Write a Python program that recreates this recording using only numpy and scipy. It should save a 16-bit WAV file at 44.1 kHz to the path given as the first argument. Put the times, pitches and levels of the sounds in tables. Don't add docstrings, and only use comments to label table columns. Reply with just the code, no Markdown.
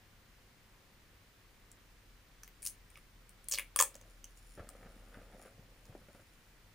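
import sys
import numpy as np
from scipy import signal
from scipy.fft import rfft, irfft, next_fast_len
from scipy.io import wavfile
from scipy.ndimage import uniform_filter1d

SR = 44100
rng = np.random.default_rng(int(sys.argv[2]) if len(sys.argv) > 2 else 0)


def makeup_ratio(level_db):
    decades = np.asarray(level_db, float) / 20
    return 10 ** decades


def store_pcm(level_fs):
    pcm = np.round(np.clip(level_fs, -1, 1) * 32767).astype(np.int16)
    wavfile.write(sys.argv[1], SR, np.atleast_2d(pcm).T)


N = 297410

# (frequency [Hz], relative level [dB])
FILM_SPECTRUM = [(700, -43.5), (1500, -21), (3000, -14), (5000, -9.5), (6500, -4.5), (9300, -5),
                 (11500, -12.5), (14500, -10), (16000, -9.5), (16800, -34.5)]
# (frequency [Hz], width [Hz], relative level [dB])
ROLL_MODES = [(560, 126, -0.5), (1200, 360, -2), (1790, 240, -1.5), (2500, 1300, -2), (3310, 540, -2),
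              (5000, 777, -2.5)]
# (frequency [Hz], width [Hz], relative level [dB])
HOLLOW_MODES = [(520, 200, 5), (230, 120, 3.5), (386, 420, -1), (656, 170, -16.5)]
# (frequency [Hz], width [Hz], relative level [dB])
SCRAPE_MODES = [(1250, 336, 6), (1580, 700, -2.5)]


def evened(x):
    return x / np.sqrt(np.mean(x ** 2) + 1e-20)


def peaked(x):
    return x / abs(x).max()


def read(points, hz):
    f, value = np.transpose(points)
    return np.interp(np.log(hz + 1), np.log(f + 1), value)


def contour(tables, column=1, rest=-120.):
    out = np.full(N, rest)
    for rows in tables:
        rows = np.array(rows)
        at = np.arange(round(rows[0, 0] * SR), min(round(rows[-1, 0] * SR), N))
        out[at] = np.interp(at / SR, rows[:, 0], rows[:, column])
    return out


def add(mix, s, sound):
    part = mix[round(s * SR):][:len(sound)]
    part += sound[:len(part)]


def resonate(x, hz, width):
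    r = np.exp(-np.pi * width / SR)
    return 2 * signal.lfilter([1 - r], [1, -r * np.exp(2j * np.pi * hz / SR)], x).real


def ring(x, modes):
    body = 0
    for hz, width, db in modes:
        body = body + makeup_ratio(db) * resonate(resonate(x, hz, width), hz, 2 * width)
    return evened(body)


def coloured(x, points):
    hz = abs(np.fft.fftfreq(2048, 1 / SR))
    log_gain = np.log(makeup_ratio(np.maximum(read(points, hz), -80)))
    taps = np.fft.ifft(np.exp(np.conj(signal.hilbert(log_gain)))).real[:512]
    return signal.oaconvolve(x, taps)[:len(x)]


def clicks(per_s, spread_db):
    size = makeup_ratio(spread_db * np.minimum(rng.exponential(1, N), 4))
    strength = size * rng.standard_normal(N)
    occurs = rng.random(N) < per_s / SR
    return evened(strength * occurs / np.sqrt(per_s))


def swell(top_s, top_db, rise_s, fall_s):
    t = np.arange(N) / SR - top_s
    return makeup_ratio(top_db - 10 * np.maximum(-t / max(rise_s, .002), t / max(fall_s, .002)))


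def hum():
    # (time [s], rms level [dB])
    tone_levels = [(0, -70), (1.3, -73), (2.4, -66.5), (3.3, -65.5), (3.6, -62), (3.9, -63), (4.5, -59),
                   (5.25, -58), (5.5, -69), (5.9, -63), (6.3, -72), (6.74, -71.5)]
    # (frequency [Hz], rms level [dB])
    mains = (100, -74)
    tone_hz = 39.5
    t = np.arange(N) / SR
    waver = evened(resonate(rng.standard_normal(N), mains[0], 3.3))
    tone = np.sqrt(2) * np.sin(2 * np.pi * tone_hz * t)
    return makeup_ratio(np.interp(t, *np.transpose(tone_levels))) * tone + makeup_ratio(mains[1]) * waver


def hiss():
    # (frequency [Hz], relative level per hertz [dB])
    noise_spectrum = [(12, -38), (22, -7), (46, -1), (70, -13), (101, -8), (126, -11.5), (266, -16),
                      (478, -20), (519, -18), (631, -22.5), (1920, -20.5), (7500, -31.5), (8300, -34),
                      (8800, -32.5), (12500, -37), (15400, -31.5)]
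    # (frequency [Hz], likeness [1])
    coherence = [(60, 0.89), (290, 0.93), (640, 0.65), (1400, 0.48), (3000, 0.25), (15000, 0.52)]
    rms_db, top_hz = -63.5, 15500
    frames, hz = N // 512 + 5, np.fft.rfftfreq(2048, 1 / SR)
    a, b, c, d, patches = rng.standard_normal((frames, 1025, 5)).T
    patches = evened(uniform_filter1d(uniform_filter1d(patches, 24, 0), 8, 1))
    same = np.clip(read(coherence, hz), -1, 1)[:, None]
    left, other = a + 1j * b, c + 1j * d
    z = np.array([left, same * left + np.sqrt(1 - same ** 2) * other])
    z *= makeup_ratio(read(noise_spectrum, hz)[:, None] + 0.39 * patches) * (hz < top_hz)[:, None]
    noise = signal.istft(z, nperseg=2048, noverlap=1536)[1][:, :N]
    return makeup_ratio(rms_db) * evened(noise)


def snaps():
    # (time [s], film peak [dB], film resonance [Hz],
    # roll peak [dB], resonance of the part of the roll that is hit [Hz])
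    snap_rows = [(1.7156, -45.5, 7800, -79, 520), (2.4336, -37.5, 6040, -47, 1490),
                 (2.4772, -46, 13500, -46.5, 2070), (2.6215, -40.5, 9250, -62, 520),
                 (2.6282, -37, 9100, -50.5, 2500), (2.6374, -42, 9300, -56, 2170),
                 (2.6473, -38, 8820, -53.5, 3200), (2.6519, -28.5, 9700, -51, 2610),
                 (2.6592, -40, 10000, -64, 520), (2.6628, -24.5, 9300, -66, 2830),
                 (2.6714, -27, 6650, -72, 2820), (2.6797, -38, 9660, -69, 2300),
                 (2.689, -40, 9370, -70, 3340), (2.9023, -50, 8800, -59, 2350),
                 (2.9562, -69, 5300, -44, 2300), (2.9705, -58, 9100, -51.5, 1200),
                 (2.9744, -54, 9100, -46.5, 2250), (3.293, -44.5, 9000, -73, 2570),
                 (3.4427, -45.5, 9500, -61, 1460), (3.4853, -23.5, 9010, -49.5, 3340),
                 (3.4975, -38.5, 13920, -63.5, 1700), (3.513, -21.5, 7570, -43, 3200),
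                 (3.5219, -22.5, 6295, -42, 2840), (3.5374, -26, 6300, -31.5, 3090),
                 (3.5449, -25.5, 4980, -38, 2240), (3.5547, -31, 4150, -49, 3580),
                 (3.576, -34.5, 3947, -35, 2900), (3.5855, -25.5, 9400, -24, 2200),
                 (3.5946, -32.5, 10530, -31, 2420), (3.761, -16, 9350, -25, 1210),
                 (3.7895, -11.5, 6700, -18, 1790), (3.7941, -25, 9820, -25, 1700),
                 (3.7997, -12, 6600, -22, 3320), (3.802, -15, 6800, -16.5, 1145),
                 (3.8094, -14, 9130, -24.5, 1100), (3.8106, -12, 7450, -20, 1200),
                 (3.8238, -13.5, 7760, -20, 950), (3.9433, -45, 5000, -73, 520),
                 (3.9535, -36, 6570, -44.5, 540), (4.0125, -49, 6100, -48, 520),
                 (4.2424, -37, 6400, -46.5, 3050), (4.3735, -50, 7200, -62, 2860),
                 (4.6898, -38, 8700, -72, 520), (5.854, -52, 6300, -70.5, 684)]
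    rise_s, fade_s = 0.00033, 0.0014
    out, t = np.zeros(N), np.arange(1500) / SR
    fade = np.exp(-t / fade_s)
    bursts = rng.standard_normal((len(snap_rows), 1500))
    for (s, film_db, film_hz, roll_db, roll_hz), burst in zip(snap_rows, bursts):
        burst = burst * fade * (1 - np.exp(-t / rise_s))
        film = ring(burst, [(film_hz, 1200.0, 0)]) + .7 * evened(coloured(burst, FILM_SPECTRUM))
        blow = 0.366 * fade * np.sin(2 * np.pi * roll_hz * t)
        struck = resonate(blow + burst, roll_hz, 500.0)
        roll = evened(struck) + 1.5 * ring(burst + 1.4 * struck, ROLL_MODES)
        add(out, s, makeup_ratio(film_db) * peaked(film) + makeup_ratio(roll_db) * peaked(roll))
    return signal.sosfilt(signal.butter(2, 420, "high", fs=SR, output="sos"), out)


def room(x):
    # (frequency [Hz], time to fall 60 dB [s])
    reverberation = [(300, 0.38), (1200, 0.1), (2500, 0.24), (5000, 0.17), (10000, 0.17), (16000, 0.17)]
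    wall_s, wall_db, tail_db = .0106, -10, -6
    taps = np.zeros((2, SR // 2))
    at = np.arange(120, SR // 2 - 10, 10)
    at = at + rng.integers(0, 10, (2, len(at)))
    np.put_along_axis(taps, at, rng.choice([-1., 1.], at.shape), 1)
    hz, t, z = signal.stft(taps, SR, nperseg=128)
    apart = 2.1 * (hz / hz[-1])[:, None]
    z = np.array([z[0] + apart * z[1], z[0] - apart * z[1]])
    decay = makeup_ratio(-60 * t / read(reverberation, hz)[:, None])
    tail = signal.istft(z * decay, SR, nperseg=128)[1]
    tail *= makeup_ratio(tail_db) / np.linalg.norm(tail[0])
    tail[:, round(wall_s * SR)] += makeup_ratio(wall_db)
    return signal.fftconvolve(x[None], tail, axes=1)[:, :N]


def rustle():
    # (time of the top [s], top rms level [dB], rise [s], fall [s])
    rustle_rows = [(2.45, -75, .02, .07), (2.985, -70, .05, 0.029), (3.95, -81, .01, 0.087),
                   (4.11, -75, 0.052, .05), (4.37, -73, 0.076, 0.11), (4.54, -68.5, 0.11, .07),
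                   (4.76, -76, .05, .05), (4.92, -76, .08, 0.038), (5.13, -74, 0.16, 0.074),
                   (5.36, -75, .08, .15), (5.425, -68, 0.018, 0.049), (5.86, -77.5, .06, .08),
                   (6.15, -76, .15, 0.34)]
    # (frequency [Hz], width [Hz], relative level [dB])
    loose_modes = [(5600, 900, -3.5), (7190, 920, -1), (9400, 1500, 0)]
    ticks = clicks(per_s=500, spread_db=2.5)
    film = ring(ticks, loose_modes) + 0.21 * evened(coloured(ticks, FILM_SPECTRUM))
    film = film + .15 * ring(ticks, ROLL_MODES)
    return sum(swell(*row) for row in rustle_rows) * evened(film)


def crackle():
    # (time [s], rms level [dB], film resonance [Hz])
    pulls = [
        [(2.622, -58, 9130), (2.648, -56.5, 9500), (2.665, -43, 9700), (2.685, -50, 9500), (2.70, -53, 9500),
         (2.72, -63, 9430)],
        [(3.486, -48, 9500), (3.51, -56.5, 10000), (3.514, -41, 7500), (3.527, -35, 6500), (3.55, -44.5, 5000),
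         (3.572, -58, 4000), (3.586, -46, 2500), (3.635, -62, 2400)],
        [(3.7615, -46, 9160), (3.788, -52.5, 9500), (3.791, -34, 7000), (3.826, -40, 9000), (3.85, -51, 9500)],
    ]
    pull_db = contour(pulls)
    per_s = np.clip(7000 * makeup_ratio(0.42 * (pull_db + 45)), 2000, 14000)
    glue = clicks(per_s, spread_db=1.0)
    turn = np.exp(2j * np.pi * np.cumsum(contour(pulls, column=2, rest=8000.)) / SR)
    r = np.exp(-np.pi * 2400. / SR)
    loose = (turn * signal.lfilter([1], [1, -2 * r, r ** 2], glue / turn)).real
    film = evened(loose) + .5 * evened(coloured(glue, FILM_SPECTRUM))
    return makeup_ratio(pull_db) * evened(film + 0.18 * ring(glue, ROLL_MODES))


def slide():
    # (time of the top [s], hollow rms level at the top [dB], rise [s], fall [s],
    # scrape relative to hollow [dB])
    strokes = [(3.87, -65, 0.014, 0.028, -8.5), (3.96, -67.5, 0.036, 0.036, -8),
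               (4.06, -67.5, 0.073, 0.1, -9), (4.58, -59.5, 0.011, 0.18, -7.5),
               (4.85, -61.5, 0.087, 0.096, -5.5), (5.19, -59.5, 0.13, 0.062, -3.5),
               (5.35, -62.5, 0.075, 0.12, -19), (5.47, -63.5, 0.074, 0.034, 1.5),
               (5.6, -73.5, 0.16, .3, -15), (5.929, -64, 0.091, 0.017, -13)]
    slips = clicks(per_s=1200, spread_db=2.0)
    hollow, scrape = ring(slips, HOLLOW_MODES), ring(slips, SCRAPE_MODES)
    return sum(swell(*row[:4]) * (hollow + makeup_ratio(row[4]) * scrape) for row in strokes)


def bumps():
    # (time [s], thud peak [dB], pitch [Hz], rattle peak [dB], scrape relative to hollow [dB])
    bump_rows = [(4.576, -49, 159, -44.5, -5), (4.595, -39.5, 510, -45, -3.5), (4.603, -38, 89, -50.5, -4),
                 (4.629, -45.5, 510, -62, -7), (4.689, -50, 1250, -58, 1), (4.751, -46, 522, -65, -7),
                 (4.857, -48.5, 171, -53.5, -7), (4.963, -50, 229, -64.5, -3), (5.143, -49, 1523, -51.5, 8),
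                 (5.171, -42.5, 230, -51.5, -6), (5.317, -56, 570, -56.5, -12), (5.457, -46, 458, -56, 1),
                 (5.591, -50.5, 163, -59, -10.5), (5.896, -43.5, 109.3, -62, -15),
                 (5.918, -51, 134, -62, 3), (5.95, -39.5, 341, -47.5, -18), (6.014, -57, 181, -55.5, -4),
                 (6.085, -59.5, 198.6, -50.5, -8), (6.147, -53, 197, -53, -5), (6.193, -65, 272, -55, -4)]
    # (multiple of its pitch [1], relative level [dB])
    thud_modes = [(1, 5.5), (2.3, -0.5), (3.4, -9)]
    out, t = np.zeros(N), np.arange(6000) / SR
    shakes = rng.standard_normal((len(bump_rows), 6000))
    for (s, db, hz, rattle_db, scrape_db), shake in zip(bump_rows, shakes):
        t60 = 0.032 * (hz / 100) ** -0.17
        thud = 0
        for k, mode_db in thud_modes:
            thud = thud + makeup_ratio(mode_db - 60 * t * k ** 0.66 / t60) * np.sin(2 * np.pi * hz * k * t)
        thud = thud * (1 - np.exp(-t / 0.0013))
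        hollow = ring(shake * np.exp(-t / 0.018), HOLLOW_MODES)
        scrape = ring(shake * np.exp(-t / 0.017), SCRAPE_MODES)
        rattle = hollow + makeup_ratio(scrape_db) * scrape
        add(out, s, makeup_ratio(db) * peaked(thud) + makeup_ratio(rattle_db) * peaked(rattle))
    return out


def scene():
    tape, desk = snaps() + crackle() + rustle(), slide() + bumps()
    return tape + desk + room(tape + 0.33 * desk) + hum() + hiss()


def roll_off(x):
    return signal.sosfilt(signal.butter(12, 16810, fs=SR, output="sos"), x)


def record(dry):
    # (frequency [Hz], left over right [dB])
    port_balance = [(60, 0.5), (400, 1.3), (1500, 0.5), (3000, 0.5), (4500, -3.5), (6500, -4), (9000, 5.5),
                    (12000, 7), (15500, 9.5)]
    top_hz = 16600
    size = next_fast_len(N)
    hz = np.fft.rfftfreq(size, 1 / SR)
    balance_db = uniform_filter1d(read(port_balance, hz), size=9000)
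    tilt_db = balance_db / 2 * np.array([[1], [-1]])
    low_pass = 1 / (1 + (hz / top_hz) ** 200)
    mix = irfft(rfft(dry, size) * makeup_ratio(tilt_db) * low_pass, size)[:, :N]
    return roll_off(mix)


dry = scene()
out = record(dry)
store_pcm(out)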